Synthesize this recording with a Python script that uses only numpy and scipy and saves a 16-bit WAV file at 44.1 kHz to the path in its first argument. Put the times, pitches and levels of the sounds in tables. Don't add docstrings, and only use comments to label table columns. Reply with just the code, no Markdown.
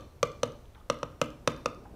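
import sys
import numpy as np
from scipy import signal
from scipy.io import wavfile

SR = 44100
rng = np.random.default_rng(int(sys.argv[2]) if len(sys.argv) > 2 else 0)


def how_loud(loudness_db):
    steps = np.asarray(loudness_db, float) / 20
    return 10 ** steps


def master(y):
    cut = np.clip(np.atleast_2d(y).T, -1, 1)
    pcm = np.round(cut * 32767)
    wavfile.write(sys.argv[1], SR, pcm.astype(np.int16))


N = 85995
LEAD = 8820

# (frequency [Hz], density [dB per Hz])
AIR_SPECTRUM = [(20, -3.5), (60, 0), (110, -3.5), (180, -17.5), (565, -19), (1700, -33), (6000, -41.5),
                (15800, -45.5)]
# (time [s], level [dB])
RUMBLE_SWELL = [
    (0, -51.5),
    (.2, -68),
    (.5, -52.5),
    (.75, -74),
    (1.0, -62.5),
    (1.4, -57.5),
    (1.75, -51),
    (1.86, -53.5),
    (1.95, -51),
]
# (frequency [Hz], level [dB], decay time t60 [s])
HALL_TAIL = [(57, 14, 1), (131.6, 5, 0.44), (292, 11.5, 0.36), (514, 0.5, 0.4), (1200, -1, 0.43),
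             (3500, -0.5, 0.4), (7000, -19, 1), (13900, -5.5, 0.43)]
# (delay [s], level [dB], low cut [Hz])
WALL_ECHOES = [
    (0.0275, -42.5, 1200),
    (.043, -27, 500),
    (0.0877, -28, 3500),
]
# (time [s], level [dB], pitch [Hz], decay time t60 [s])
TIP_TOUCHES = [(0.656, -48.5, 3330, 0.0075), (.7472, -57, 3500, .04), (.7474, -57, 2300, .04),
               (.749, -57.5, 1410, 0.13), (.752, -57.5, 890, 0.21), (.772, -61.5, 3080, 0.046),
               (0.8, -61, 3400, 0.031), (0.767, -55, 1140, .08), (.79, -59, 1150, 0.14),
               (.811, -54, 1200, .03), (.858, -64, 3000, .006), (1.574, -71, 7000, .005),
               (1.578, -50, 12500, 0.0037), (1.852, -42, 805, 0.067), (1.854, -47, 1330, .03)]
TAP_TIMES = [-.080, .2293, .4320, .8995, 1.0302, 1.2151, 1.4752, 1.6584]
# (level [dB], place across the pane [0-1], tip hardness [dB], boxy ring [dB])
TAP_BLOWS = [
    (-25.5, 0.18, 2.5, 3),
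    (-22, 0.18, 0.5, 4),
    (-23.5, 0.38, 0, 5),
    (-24, 0.55, 0.5, 4),
    (-29.5, 0.58, -4.5, 5.5),
    (-23, 0.75, 2, 5),
    (-21.5, 0.45, 1, 6.5),
    (-26, 0.48, 0, 4.5),
]
# (frequency [Hz], left [dB], middle [dB], right [dB], decay time t60 [s])
PANE_MODES = [(117, -13, -18, -31, 0.11), (151.2, -6.5, -11, -0.5, 0.064), (238.2, -23, -19.5, -14, 0.17),
              (308.4, -23, -31.5, -8, 0.24), (465.7, 4, -2, -11, 0.038), (576, 0, -3.9, 0, 0.044),
              (967, -16, -10.5, -9, 0.05), (1075, -21, 3, 4.5, 0.026), (1169.7, 7, -2.5, -7.5, 0.048),
              (1220, -47, -1.5, -6, 0.063), (1272, -12.5, -7, -1.5, 0.075), (1528, -22, -41, 0, 0.12),
              (2090, -39, -27, -5, 0.074), (516, 2.5, 2, -14, 0.023)]
# (frequency [Hz], left [dB], middle [dB], right [dB], decay time t60 [s])
COVER_MODES = [(2386, 0.5, -18, -3, 0.021), (2600, -14, -0.5, -4.5, 0.014), (2890, -21, 1.5, 7, 0.0089),
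               (3400, -33, -4.5, -15.5, 0.0076), (3605, -19.5, -5, -35, 0.024), (4196, -11, -9, -20, 0.018),
               (4650, -10, -9, -19, 0.0093), (5615, -12, -4.5, -15, 0.02), (6116, -5, -5, -19, 0.013),
               (7900, 24, -49, -19, 0.0023), (8620, -17, -7, -41, 0.0065), (9370, -39, -59, -29, 0.0087),
               (11200, -40, -29, -21, 0.0032), (13500, -47, -73, -24, .004)]
# (frequency [Hz], density [dB per Hz])
CRACK_SPECTRUM = [(800, 6.5), (2800, 9), (4300, 4), (5200, 2), (6200, 7.5), (8000, -2.5), (11000, -7),
                  (16000, -22)]

AIR_DB, AIR_TOP_HZ = -53, 16000
FAN_DB, FAN_HZ, FAN_WIDTH_HZ = -61, 57.5, 9
RUMBLE_LOW_HZ, RUMBLE_HIGH_HZ = 83, 423
HALL_DB, HALL_RISE_S, ECHO_T60_S = -14.5, 0.004, 0.0066
TOUCH_Q, TOUCH_RISE_S = 4.5, 0.0005
TRAVEL_S_AT_1K, RISE_CYCLES, MODE_SPREAD_DB = 0.00036, 0.1, 2.13
CRACK_DB, CRACK_T60_S, CRACK_CYCLES = -23, 0.006, 22
RATTLE_DB, RATTLE_T60_S, RATTLE_RISE_S = -11.5, 0.04, 0.0057
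BLOOM_DB, BLOOM_DELAY_S, BLOOM_T60_S = -27, 0.023, 0.074
TAPS_LOW_CUT_HZ = 95


def rms_one(x):
    return x / np.sqrt(np.mean(x ** 2) + 1e-20)


def at_hz(points, hz, axis=1):
    table = np.array(points)
    return np.interp(np.log(hz), np.log(table[:, 0]), table[:, axis])


def filtered(x, edges_hz, kind):
    return signal.sosfilt(signal.butter(2, edges_hz, kind, fs=SR, output="sos"), x)


def bands(size, low_hz):
    settle = 4000
    edges = low_hz * 2 ** np.arange(0, np.log2(20000 / low_hz), 1 / 3)
    white = rng.standard_normal((2, size + settle))
    for k, (low, high) in enumerate(zip(edges, edges[1:])):
        yield np.sqrt(low * high), filtered(white[k % 2], [low, high], "band")[settle:]


def dying(t, t60):
    return (t > 0) * how_loud(-60 * np.maximum(t, 0) / t60)


def add(out, s, sound):
    i = int(s * SR) + LEAD
    out[i:i + len(sound)] += sound[:len(out) - i]


def air():
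    wash = rms_one(sum(how_loud(at_hz(AIR_SPECTRUM, hz)) * noise for hz, noise in bands(size=N, low_hz=18)))
    wash = signal.sosfilt(signal.cheby2(16, 50, AIR_TOP_HZ, fs=SR, output="sos"), wash)
    white = rng.standard_normal((2, N + SR))
    b, a = signal.iirpeak(FAN_HZ, FAN_HZ / FAN_WIDTH_HZ, fs=SR)
    fan = signal.lfilter(b, a, white[0])[SR:]
    rumble = filtered(white[1], [RUMBLE_LOW_HZ, RUMBLE_HIGH_HZ], "band")[SR:]
    swell = how_loud(np.interp(np.arange(N) / SR, *np.transpose(RUMBLE_SWELL)))
    return how_loud(AIR_DB) * wash + how_loud(FAN_DB) * rms_one(fan) + swell * rms_one(rumble)


def hall(x):
    t = np.arange(SR) / SR
    tail = np.zeros(SR)
    for hz, noise in bands(size=SR, low_hz=45):
        tail += how_loud(at_hz(HALL_TAIL, hz)) * noise * dying(t, at_hz(HALL_TAIL, hz, axis=2))
    build_up = 1 - np.exp(-(t / HALL_RISE_S) ** 2)
    response = how_loud(HALL_DB) * tail * build_up / np.sqrt(SR) * 10
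    for delay, db, cut_hz in WALL_ECHOES:
        smear = rng.standard_normal(SR) * dying(t - delay, ECHO_T60_S)
        smear = filtered(smear, cut_hz, "high")
        response += how_loud(db) * smear / np.sqrt(np.sum(smear ** 2))
    return signal.fftconvolve(x, response)[:len(x)]


def touches():
    out, t = np.zeros(N + LEAD), np.arange(4000) / SR
    for s, db, hz, t60 in TIP_TOUCHES:
        b, a = signal.iirpeak(hz, TOUCH_Q, fs=SR)
        scuff = signal.lfilter(b, a, rng.standard_normal(len(t)))
        scuff = signal.lfilter(b, a, scuff)
        onset = 1 - np.exp(-t / TOUCH_RISE_S)
        add(out, s, how_loud(db) * rms_one(scuff) * dying(t, t60) * onset)
    return out


def hardness_tilt_db(hard_db, hz):
    return hard_db * np.log2(hz / 1000) / 2


def glass_modes(t, place, hard_db, box_db):
    sound = np.zeros(len(t))
    for k, (hz, *place_db, t60) in enumerate(PANE_MODES + COVER_MODES):
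        u = t - TRAVEL_S_AT_1K * np.sqrt(1000 / hz)
        level_db = np.interp(place, [0, 0.5, 1], place_db) + MODE_SPREAD_DB * rng.standard_normal()
        if hz > 1800:
            level_db += hardness_tilt_db(hard_db, hz)
        elif hz < 700:
            level_db += box_db
        sign = 1 if 700 < hz < 1800 else -(-1) ** k
        onset = 1 - np.exp(-np.maximum(u, 0) * hz / RISE_CYCLES)
        sound -= how_loud(level_db) * sign * dying(u, t60) * onset * np.sin(2 * np.pi * hz * u)
    return sound


def crack_and_rattle(t, t0, hard_db):
    rattle = how_loud(RATTLE_DB) * dying(t0, RATTLE_T60_S) * (1 - np.exp(-t / RATTLE_RISE_S))
    rattle += how_loud(BLOOM_DB) * dying(t0 - BLOOM_DELAY_S, BLOOM_T60_S)
    sound = np.zeros(len(t))
    for hz, noise in bands(size=len(t), low_hz=750):
        level_db = CRACK_DB + hardness_tilt_db(hard_db, hz) + at_hz(CRACK_SPECTRUM, hz)
        crack = dying(t0, CRACK_T60_S + CRACK_CYCLES / hz)
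        sound += how_loud(level_db) * 10 * noise * (crack + rattle)
    return sound


def taps():
    out, t = np.zeros(N + LEAD), np.arange(8000) / SR
    for s, (db, place, hard_db, box_db) in zip(TAP_TIMES, TAP_BLOWS):
        t0 = t - s * SR % 1 / SR
        sound = glass_modes(t0, place, hard_db, box_db) + crack_and_rattle(t, t0, hard_db)
        add(out, s, how_loud(db) * sound)
    return filtered(out + 1e-18, TAPS_LOW_CUT_HZ, "high")


def scene():
    tip = taps() + touches()
    return ((tip + hall(tip))[LEAD:] + air())[None]


def band_limit(x):
    return signal.sosfilt(signal.butter(12, 16540, fs=SR, output="sos"), x)


def record(dry):
    mix = signal.sosfilt(signal.cheby2(16, 60, 16750, fs=SR, output="sos"), dry)
    return band_limit(mix)


dry = scene()
out = record(dry)
master(out)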